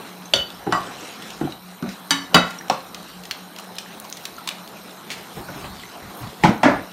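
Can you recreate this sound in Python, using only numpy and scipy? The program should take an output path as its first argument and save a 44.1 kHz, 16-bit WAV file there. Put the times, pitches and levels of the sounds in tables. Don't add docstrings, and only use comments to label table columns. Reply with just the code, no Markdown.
import sys
import numpy as np
from scipy import signal
from scipy.fft import rfft, irfft
from scipy.io import wavfile
from scipy.ndimage import uniform_filter1d, map_coordinates

SR = 44100
rng = np.random.default_rng(int(sys.argv[2]) if len(sys.argv) > 2 else 0)


def invert_db(x):
    u = np.asarray(x, float) / 20
    return 10 ** u


def put_to_file(sound):
    columns = np.atleast_2d(sound).T
    safe = np.clip(columns, -1, 1)
    whole_steps = np.round(safe * 32767)
    wavfile.write(sys.argv[1], SR, whole_steps.astype(np.int16))


N = 305172

# start in seconds, crack, thump, body and ring levels in dB.
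BLOWS = [
    (0.3364, 1.5, -16.5, -12.5, -16),
    (0.6653, -40, -19, -21.5, -19),
    (0.724, -7, -17, -6.5, -18),
    (1.411, -29, -20, -24, -18),
    (1.8247, -21, -22, -25, -10),
    (2.107, 2, -39, -16.5, -10.5),
    (2.345, 5, -8.5, -2, -3),
    (2.6986, -5, -18.5, -11, -13),
    (6.4365, -7, -34, -11, -8),
    (6.6323, -6, -16, -2, -12.5),
]
# frequency in Hz, level in dB, t60 in seconds.
TIPPING_RINGS = [
    [(518, -7.5, 0.2), (1164, -15, 0.22), (1417, -11, 0.24), (1525, -13, 0.18), (2180, -26, 0.13),
     (3180, -5, 0.16), (3560, -7, 0.15), (3670, -6, 0.15), (4484, -6, 0.18)],
    [(129, -0.5, 0.18), (320, 8, 0.12), (392, -3, 0.12), (800, 0.5, 0.083), (1400, -8, 0.06)],
    [(130.4, -4.5, 0.24), (178.5, -1, 0.27), (334.5, -11, 0.3), (744, -14, 0.18), (900, -16, 0.3),
     (1098, -0.5, 0.31), (1240, 1, 0.16), (1440, -6, 0.2), (1530, -5, 0.1), (1940, -13, 0.12)],
    [(147, 3.5, 0.17), (278, 2, 0.092), (336, 2, 0.1), (771, -2, 0.06), (1446, -14, 0.1)],
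    [(187, -6, 0.24), (236, 0.5, 0.099), (528, -20, 0.09), (1175, -18.5, 0.067), (1490, -23, 0.12)],
]
SCRAPING_RINGS = [
    [(175.7, -14.5, 0.4), (279, -10, 0.34), (900, -10, 0.13), (1136, -12, 0.26), (1384, -8, 0.099),
     (1755, -8.5, 0.17), (2000, -14.5, 0.2), (2200, -13, 0.15)],
    [(175.6, -1.5, 0.23), (246, -7, 0.16), (328, -3, 0.11), (557, -14, 0.27), (622, -14, 0.092),
     (760, -8.5, 0.16), (1130, -7, 0.11), (1392, -6.5, 0.22), (1470, -13, 0.2), (1974, -5, 0.095),
     (2174, -17, 0.18)],
    [(277, -5, 0.091), (527, -14, 0.28), (599, -13, 0.11), (730, -1, 0.067), (926, -10, 0.14),
     (1130, -9.5, 0.2), (1392, -9.5, 0.14), (1720, -19, 0.13), (4300, -8, .03), (3080, -16, 0.053)],
]
WORKTOP_RINGS = [
    [(119, -28, 0.28), (149, 7, 0.12), (216.4, -1.5, 0.29), (321, 5, 0.12), (691, -9.5, 0.22),
     (839, 2.5, 0.09), (980, 1, 0.059), (1460, -26, 0.17), (1960, -13, 0.15), (2350, -19, 0.2),
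     (3080, -13, 0.075)],
    [(249, 4, 0.24), (284, 0.5, 0.18), (613, -1.5, 0.41), (780, -6, 0.11), (950, -6, 0.24),
     (1200, -6, 0.27), (1497, -9, 0.19), (1670, -4, 0.19), (1970, -6, 0.15), (2667, -2.5, 0.067),
     (3320, -13, .07)],
]
BOWL_MODES_HZ = [2600, 2947, 3008, 3348, 3806, 4554, 4850, 5960, 6845, 7510, 8834, 9255, 10040, 11860]
BOWL_T60_S = [0.19, 0.27, 0.19, 0.098, 0.27, 0.17, 0.046, 0.17, 0.14, 0.085, 0.1, 0.14, 0.14, 0.1]
BOWL_WOKEN_DB = {0: [-27, -6.5, -4, -7, -19, -13, -15, -11, -22, -10, -30, -19, -29, -25], 2: [-18, -15.5,
                 -11, -30, -36, -32, -7.5, -26, -29, -14, -38, -32, -22, -42], 5: [-22, -15, -10, -24, -16,
                 -10.5, -9, -11, -16, -12, -11.5, -25, -28, -21], 6: [-12.5, -20, -10, -11.5, -14, -12.5,
                 -2.5, -19, -24, -23, -39, -29, -27, -26]}
# start in seconds, crack, thump and body levels in dB.
REBOUNDS = [(1.4535, -46, -26, -49), (1.4726, -45, -27, -33), (1.86, -40, -28, -28.5),
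            (1.8903, -18, -42, -39), (2.3621, -14, -17, -8), (4.5055, -34, -55, -30.5),
            (5.1034, -12, -30, -27.5), (5.369, -40, -21.5, -30), (5.3844, -44, -40, -27),
            (5.4895, -36, -30.5, -26.5), (5.6432, -34, -33, -27.5), (6.2056, -44, -31, -33),
            (5.555, -48, -26, -44), (6.2306, -42, -35, -26.5), (6.262, -45, -35, -35),
            (6.4486, -12.5, -14, -6), (6.4948, -20, -12.5, -22), (6.654, -19, -8.5, -3.5),
            (6.685, -30, -10.5, -13), (6.734, -31, -15.5, -21)]
# frequency in Hz, level in dB per Hz.
CRACK_SPECTRUM = [(1060, -11), (1800, -9), (3020, -3.5), (4220, -7), (4720, -11), (5270, -7.5),
                  (14800, -33.5), (16500, -59)]
THUMP_SPECTRUM = [(30, -40), (70, -89), (120, -1.5), (320, -2), (520, -12), (900, -12)]
BODY_SPECTRUM = [(300, -74), (550, 3), (900, 1), (1500, -3), (2200, -9.5), (3500, -30)]
SNAP_SPECTRUM = [(500, -47), (1200, -5.5), (3000, 7), (7000, -2), (12000, -11), (15800, -15), (16700, -36)]
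# frequency in Hz, t60 in seconds.
WALLS_T60_S = [(100, 0.22), (500, 0.32), (2000, 0.4), (6000, 0.29), (14000, 0.17)]

# start in seconds, peak in dB,
# frequency in Hz, t60 in seconds.
RAPS = [(0.3359, -1, 3390, 0.024), (0.3363, -1.5, 3000, 0.007), (.344, -16, 3450, .09),
        (.7245, -12, 1200, 0.03), (1.413, -9.5, 310, 0.049), (1.451, -11, 290, 0.04),
        (1.8242, -20, 221, 0.06), (0.3366, -5, 4580, 0.027), (.359, -19, 4580, .04), (.358, -22, 5850, .05),
        (.381, -14, 3000, 0.26), (1.4735, -19, 750, 0.027), (2.1077, -6.5, 4670, 0.035),
        (2.1075, -14, 3790, 0.064), (2.1085, -12.5, 6040, 0.05), (2.343, -2, 3000, 0.084),
        (2.6995, -6.5, 760, 0.032), (2.699, -11, 5550, .016), (2.708, -20, 1400, 0.036),
        (5.369, -23, 430, 0.049), (5.485, -26, 1470, .06), (5.643, -30, 2520, 0.036),
        (6.4366, -4, 1905, 0.022), (6.4372, -7.5, 2310, 0.021), (6.4916, -1, 190, 0.05),
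        (6.446, -7, 927, 0.064), (6.579, -36, 6200, .015), (6.634, -7, 900, 0.04), (6.657, -3, 290, 0.09),
        (6.684, -6.5, 595, 0.037), (6.698, -14, 1700, .04),
        (.6665, -10, 330, .099), (2.9462, -19, 5600, 0.0044), (3.3106, -10.5, 5000, 0.0024),
          (3.589, -26, 2900, 0.014), (3.861, -27, 1800, .01), (4.024, -33, 6500, .008),
          (4.052, -41, 6040, .008), (4.1262, -10.5, 5980, 0.0038), (4.24, -32, 5500, .008),
          (4.2538, -12, 4000, 0.0038), (4.342, -33, 5000, .01), (4.366, -30, 6500, .008),
          (4.4752, -16, 4600, 0.0027), (4.476, -20, 1050, 0.018), (4.512, -22, 2400, .02),
          (5.644, -26, 800, 0.037), (6.446, -2, 168.7, 0.078), (6.532, -20, 800, 0.037),
          (6.712, -20, 302, 0.068), (6.726, -15, 610, 0.029), (6.748, -24, 1200, .03),
          (6.763, -18, 800, 0.038), (6.793, -28, 1800, .03)]
# start in seconds, peak in dB, frequency in Hz, t60 in seconds.
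LINGERS = [(.345, -31, 4570, 0.56), (.41, -23.5, 2990, 0.25), (.728, -20.5, 1926, 0.25),
           (.728, -37, 7520, 0.18), (.745, -33, 4830, 0.15), (2.11, -31, 5950, 0.41),
           (2.176, -29.5, 4550, 0.21), (2.24, -39, 3780, .2), (2.11, -35, 7440, .3),
           (2.351, -32, 3807, 0.36), (2.4, -29, 3005, 0.3), (2.41, -38, 7500, 0.22)]
# start in seconds, peak in dB, t60 in seconds.
SPRAYS = [
    (.357, -29, .1),
    (2.712, -35, .15),
    (6.438, -21, 0.19),
    (6.633, -24.5, 0.3),
]
# frequency in Hz, level in dB per Hz.
SPRAY_SPECTRUM = [(1200, -30), (2000, 4), (4200, -2.5), (6000, -7), (9000, -22), (14000, -40)]

# start in seconds, peak in dB, frequency in Hz,
# t60 in seconds.
HOPS = [(.2215, -31, 2900, .015), (.683, -13, 330, .06), (.705, -17, 300, .04), (.713, -30, 3000, .03),
        (.737, -6.5, 1150, 0.017), (.762, -18, 1200, .03), (.784, -16, 1120, .03), (.868, -29, 3180, .03),
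        (1.434, -14.5, 320, 0.073), (1.474, -28, 1290, 0.018), (1.492, -24, 304, .06),
        (1.524, -27, 220, .05), (1.838, -30, 1250, .03), (1.85, -18, 261, .07), (1.888, -24, 207, 0.066),
        (2.362, 1, 1366, .04), (2.386, -18, 990, .04), (2.415, -25, 700, 0.036), (4.047, -31, 715, .03),
        (5.1045, -26, 2390, 0.073), (5.115, -33, 2170, .08), (5.261, -35, 1340, .03),
        (5.58, -30, 1370, .03), (5.65, -32, 3000, .03), (6.504, -13, 268, .06), (6.66, -8, 620, .03),
        (6.7, -14, 330, .04), (2.109, -18, 6900, .04), (2.125, -17, 3000, .05), (2.13, -25, 6040, .06),
        (.337, -14, 3600, .03), (2.362, -10, 1800, .05), (5.374, -26, 800, .04), (6.47, -13, 800, .05),
        (2.705, -18, 1090, .04)]
# start in seconds, peak in dB, t60 in seconds.
PRICKS = [(.185, -34, .01), (4, -18, 0.0088), (3.7553, -29, .01), (4.1, -19, 0.0072), (4.4893, -25, 0.005),
          (4.2537, -21, .006), (3.6, -25, .006), (2.3435, -18.5, 0.043)]
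# frequency in Hz, level in dB per Hz.
PRICK_SPECTRUM = [(1500, -30), (4000, -5), (9000, -1), (16000, 0), (17500, -30)]

# start in seconds, peak in dB, t60 in seconds.
SNAPS = [(1.222, -31, 0.031), (1.303, -27, 0.022), (2.506, -25.5, 0.026), (2.683, -29, 0.011),
         (2.945, -24.5, 0.027), (3.235, -29.5, 0.022), (3.252, -28, 0.031), (3.3109, -10, 0.0065),
         (3.562, -28, 0.015), (3.586, -19, 0.0088), (3.756, -39, .012), (3.7837, -17, 0.024),
         (4.0437, -32.5, 0.016), (4.169, -26, 0.027), (4.2536, -16, 0.016), (4.474, -15, 0.024),
         (4.4889, -10, 0.013), (4.676, -28.5, 0.012), (5.109, -26.5, 0.12)]
# start in seconds, peak in dB, frequency in Hz, t60 in seconds.
TAPS = [(0.256, -29.5, 6260, 0.022), (0.503, -22, 3580, 0.0095), (1.008, -32, 6230, .02),
        (1.522, -24, 3920, 0.016), (2.343, -6, 4800, 0.03), (2.805, -29, 4150, 0.011),
        (3.316, -15, 4400, 0.0079), (3.595, -24, 1200, 0.015), (3.766, -26, 4060, 0.016),
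        (4.049, -27, 980, 0.028), (4.094, -32, 4100, 0.014), (4.126, -18, 6540, 0.0099),
        (6.272, -30, 3480, .013)]
# start in seconds, peak in dB, frequency in Hz, t60 in seconds.
POPS = [
    (1.22, -36, 8300, .02),
    (2.333, -24, 497, 0.043),
    (2.5868, -24, 5700, 0.02),
    (2.61, -25, 1800, 0.016),
    (4.382, -25, 1320, 0.025),
    (5.645, -35, 800, 0.036),
    (5.835, -27.5, 2000, 0.018),
    (6.205, -29.5, 115, 0.24),
    (6.427, -25, 870, .053),
    (6.626, -30, 900, .04),
]

# time in seconds, level in dB.
SIMMER_DB = [(0, -40), (.3, -43), (.62, -42.5), (.85, -37), (1.12, -42), (1.5, -40.5), (1.62, -47),
             (2.0, -45), (2.6, -42.5), (3.6, -43), (4.4, -42.5), (5.2, -42.5), (5.63, -40.5), (5.85, -42.5),
             (6.1, -40.5), (6.36, -43), (6.92, -44)]
# time in seconds, peak in dB, swell in seconds.
STEAM = [
    (1.02, -41, 0.14),
    (1.3, -43, 0.087),
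    (4.47, -59, 0.055),
    (5.35, -46.5, 0.36),
    (5.8, -44, 0.13),
]
# time in seconds, peak in dB, swell in seconds.
FLARES = [(.38, -58, 0.048), (2.12, -61, 0.044), (4.24, -61.5, 0.13), (5.4, -61, 0.069), (5.63, -62, .08),
          (6.19, -53.5, 0.033)]
# time in seconds, peak in dB, swell in seconds.
SHAKES = [(.39, -40, 0.037), (.72, -54, 0.22), (1.5, -55, 0.18), (1.87, -62, .04), (2.4, -44, 0.056),
          (2.72, -65, .03), (3.05, -58, 0.25), (3.93, -66, 0.18), (4.33, -60, 0.065), (4.8, -62, 0.13),
          (5.2, -52, .03), (5.39, -41, 0.027), (5.66, -41, 0.11), (5.97, -60, .025), (6.07, -47, 0.033),
          (6.26, -38, 0.028), (6.47, -38, 0.035), (6.69, -37, 0.038), (6.79, -41, .04)]
# frequency in Hz, level in dB per Hz.
RUMBLE_SPECTRUM = [(15, -40), (30, -22), (54, -10.5), (150, -10.5), (200, -14), (260, -22), (440, -120)]
PAN_SPECTRUM = [(59, -69), (100, -13.5), (250, -5), (600, -8), (720, -4), (1360, -9.5), (2500, -25),
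                (5500, -120)]
SIZZLE_SPECTRUM = [(1060, 1), (1800, 0), (3980, 0.5), (4880, -5.5), (5290, -2.5), (8500, -10.5),
                   (11700, -21), (19800, -120)]
FLAME_SPECTRUM = [(7000, -59), (8500, 0), (11000, -4.5), (13000, 4), (14200, -3), (15750, -6), (15900, -30),
                  (16600, -45)]
# frequency in Hz, width in Hz, level in dB.
BURNER_WHISTLES = [(4000, 340, -55.5), (9016, 130, -59.5), (10000, 400, -66), (12900, 250, -69),
                   (13350, 150, -57.5)]
# frequency in Hz, width in Hz, level in dB.
EXTRACTOR_HUM = [(181.7, 12, -49), (210.2, 6, -55.5)]


def unit(x):
    return x / np.sqrt(np.mean(x ** 2) + 1e-20)


def along(points, hz):
    f, v = np.transpose(points)
    return np.interp(np.log(hz + 1), np.log(f + 1), v)


def coloured(x, gain):
    spectrum = rfft(x) * gain(np.fft.rfftfreq(x.shape[-1], 1 / SR))
    return unit(irfft(spectrum, x.shape[-1]))


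def shaped(points):
    return lambda hz: invert_db(along(points, hz)) * (hz > points[0][0]) * (hz < points[-1][0])


def peak(centre_hz, width_hz):
    return lambda hz: 1 / (1 + (2 * (hz - centre_hz) / width_hz) ** 2)


def decay(t, db, t60_s, rise_s):
    return invert_db(db - 60 * t / t60_s) * (1 - np.exp(-t / rise_s))


def add(track, s, sound, wet_db):
    hz, t, z = signal.stft(rng.standard_normal(SR // 2)[:SR // 3], SR, nperseg=256)
    wall_decay = invert_db(-60 * t / along(WALLS_T60_S, hz)[:, None])
    tail = signal.istft(z * wall_decay, SR, nperseg=256)[1]
    delayed = np.pad(sound, (130, 0))
    heard = invert_db(wet_db) * signal.fftconvolve(delayed, tail / np.linalg.norm(tail))
    heard[:len(sound)] += sound
    spot = track[round(s * SR):][:len(heard)]
    spot += heard[:len(spot)]


def knocks():
    track, t = np.zeros(N), np.arange(SR // 2) / SR
    rings = TIPPING_RINGS + SCRAPING_RINGS + WORKTOP_RINGS
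    for k, ((s, *noise_db, ring_db), modes) in enumerate(zip(BLOWS, rings)):
        dull = ringing(t, *np.transpose(modes), blur=1.39, flutter_hz=230.7)
        add(track, s, contact(*noise_db) + invert_db(ring_db - 5.5) * dull, wet_db=-5.5)
        if k in BOWL_WOKEN_DB:
            clear = ringing(t, BOWL_MODES_HZ, BOWL_WOKEN_DB[k], BOWL_T60_S, blur=1.0, flutter_hz=81.0)
            add(track, s, invert_db(ring_db - 2.5) * clear, wet_db=-11.5)
    for s, *noise_db in REBOUNDS:
        add(track, s, contact(*noise_db), wet_db=-0.5)
    return track


def contact(crack_db, thump_db, body_db):
    t = np.arange(SR // 2) / SR
    noise = rng.standard_normal((4, len(t)))
    rattle_s = 0.055
    click = invert_db(crack_db - 18.5 - 60 * t / 0.015) * coloured(noise[3], shaped(SNAP_SPECTRUM))
    crack = invert_db(crack_db - 13.5 - 60 * t / (0.42 * rattle_s)) * coloured(noise[0], shaped(CRACK_SPECTRUM))
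    body = decay(t, body_db - 5.5, rattle_s, 0.00059) * coloured(noise[1], shaped(BODY_SPECTRUM))
    thump = decay(t, thump_db - 6.5, 2.53 * rattle_s, 0.0052) * coloured(noise[2], shaped(THUMP_SPECTRUM))
    return click + crack + body + thump


def ringing(t, hz, db, t60_s, blur, flutter_hz):
    knots = rng.standard_normal((2, 20, 200))[:, :len(hz)]
    at_s = np.arange(200) / flutter_hz
    flutter = np.array([np.interp(t, at_s, a) + 1j * np.interp(t, at_s, b) for a, b in zip(*knots)])
    hz, db, t60_s = np.array([hz, db, t60_s])[:, :, None]
    envelope = decay(t, db, t60_s, 1 / hz)
    depth = blur * np.minimum(hz / 700, 1) * (1 - np.exp(-t / 0.0071))
    start_phase = 3 * knots[0][:, -1:]
    carrier = np.exp(1j * (2 * np.pi * hz * t + start_phase))
    return (envelope * (1 + depth * flutter) * carrier).real.sum(0)


def raps():
    track, dry, t = np.zeros(N), np.zeros(N + SR), np.arange(SR // 3) / SR
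    for s, db, t60_s in SPRAYS:
        noise = coloured(rng.standard_normal(len(t)), shaped(SPRAY_SPECTRUM))
        add(track, s, invert_db(db - 60 * t / t60_s) * noise, wet_db=-10.0)
    rows = [(*row, 0.84) for row in RAPS] + [(*row, 0.6) for row in LINGERS]
    for s, db, hz, t60_s, tone in rows:
        t = np.arange(SR // 3 if t60_s > 0.1 else 4096) / SR
        width_hz = 0.15 * hz * min(1, 0.02 / t60_s)
        noise = coloured(rng.standard_normal(len(t)), peak(hz, width_hz))
        rap = tone * np.sin(2 * np.pi * hz * t) + (1 - tone) * noise
        dry[round(s * SR):][:len(t)] += decay(t, db, t60_s, 0.024 * t60_s) * rap
    add(track, 0, dry[:N], wet_db=-13)
    return track


def hops():
    track, dry, t = np.zeros(N), np.zeros(N + SR), np.arange(4096) / SR
    for s, db, t60_s in PRICKS:
        noise = coloured(rng.standard_normal(len(t)), shaped(PRICK_SPECTRUM))
        dry[round(s * SR):][:len(t)] += invert_db(db - 7.5 - 60 * t / t60_s) * noise
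    tone = 0.51
    for s, db, hz, t60_s in HOPS:
        rattle = coloured(rng.standard_normal(len(t)), peak(hz, 0.39 * hz))
        hop = tone * 1.2 * np.sin(2 * np.pi * hz * t) + (1 - tone) * rattle
        dry[round(s * SR):][:len(t)] += decay(t, db, t60_s, 0.041 * t60_s) * hop
    add(track, 0, dry[:N], wet_db=-11.5)
    return track


def ticks():
    track, t = np.zeros(N), np.arange(2048) / SR
    rows = [(s, db, 4200, t60_s, 0.061) for s, db, t60_s in SNAPS]
    rows += [(*row, 0.52) for row in TAPS]
    rows += [(*row, 0.72) for row in POPS]
    for s, db, hz, t60_s, tone in rows:
        noise = coloured(rng.standard_normal(len(t)), shaped(SNAP_SPECTRUM))
        tick = (1 - tone) * noise + 1.86 * tone * np.sin(2 * np.pi * hz * t)
        add(track, s, decay(t, db + 0.5, t60_s, 0.046 * t60_s) * tick, wet_db=-7.5 - 1.8 * tone)
    return track


def wobble(rate_hz):
    knots = rng.standard_normal(int(N * rate_hz / SR) + 4)
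    return map_coordinates(knots, [np.arange(N) * rate_hz / SR])


def patchy(depth_db):
    z = signal.stft(rng.standard_normal(N + 512), nperseg=512)[2]
    field = uniform_filter1d(rng.standard_normal(z.shape), 6, 0)
    field = uniform_filter1d(field, 10, 1)
    return signal.istft(z * invert_db(depth_db * unit(field)), nperseg=512)[1][:N]


def crackle(per_s, spread_db):
    draw = rng.random((2, N))
    size = invert_db(-spread_db * np.log(draw[1] + 0.03))
    return unit((draw[0] < per_s / SR) * size * np.sign(rng.standard_normal(N)))


def swells(rows, under_db):
    t = np.arange(N) / SR
    bells = sum(invert_db(2 * db) * np.exp(-((t - s) / swell_s) ** 2) for s, db, swell_s in rows)
    return np.sqrt(invert_db(2 * under_db) + bells)


def stove():
    simmer_db = np.interp(np.arange(N) / SR, *np.transpose(SIMMER_DB))
    sizzle_db = -47 + 0.49 * (simmer_db + 43)
    lag_s, swell_s = 0.047, 0.044
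    jumps = [(s + lag_s, body_db - 29, swell_s) for s, _, _, body_db, _ in BLOWS]
    spits = [(s + lag_s, body_db - 47, swell_s) for s, _, _, body_db, _ in BLOWS]

    rumble = coloured(patchy(0.57), shaped(RUMBLE_SPECTRUM))
    out = swells(SHAKES, -73) * invert_db(1.4 * wobble(11)) * rumble
    pan = coloured(patchy(1.9) + 0.34 * crackle(150, 2.0), shaped(PAN_SPECTRUM))
    out += swells(jumps, simmer_db) * invert_db(0.51 * wobble(12)) * pan
    sizzle = coloured(patchy(3.7) + 0.5 * crackle(160, 1.7), shaped(SIZZLE_SPECTRUM))
    out += swells(STEAM + spits, sizzle_db) * invert_db(1.85 * wobble(13)) * sizzle
    flame = coloured(patchy(2.8) + 0.47 * crackle(60, 3.5), shaped(FLAME_SPECTRUM))
    out += swells(FLARES, -64) * invert_db(7.0 + 1.1 * wobble(2.94)) * flame
    for hz, width_hz, db in BURNER_WHISTLES + EXTRACTOR_HUM:
        out += invert_db(db + 0.2 * wobble(3.06)) * coloured(rng.standard_normal(N), peak(hz, width_hz))
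    return out


def scene():
    return (knocks() + raps() + hops() + ticks() + stove())[None]


def roll_off(x):
    return signal.sosfilt(signal.butter(12, 16640, fs=SR, output="sos"), x)


def record(dry):
    limited = dry / (1 + np.abs(dry) ** 12) ** (1 / 12)
    hz, _, z = signal.stft(limited, SR, nperseg=1024)
    high = hz > 13750
    power = uniform_filter1d(np.abs(z[:, high]) ** 2, size=5, axis=1)
    power = uniform_filter1d(power, size=2, axis=2)
    z[:, high] *= power > 1.05 * np.median(power[:, :40])
    z[:, hz > 16700] = 0
    mix = signal.istft(z, SR, nperseg=1024)[1][:, :N]
    return roll_off(mix)


dry = scene()
out = record(dry)
put_to_file(out)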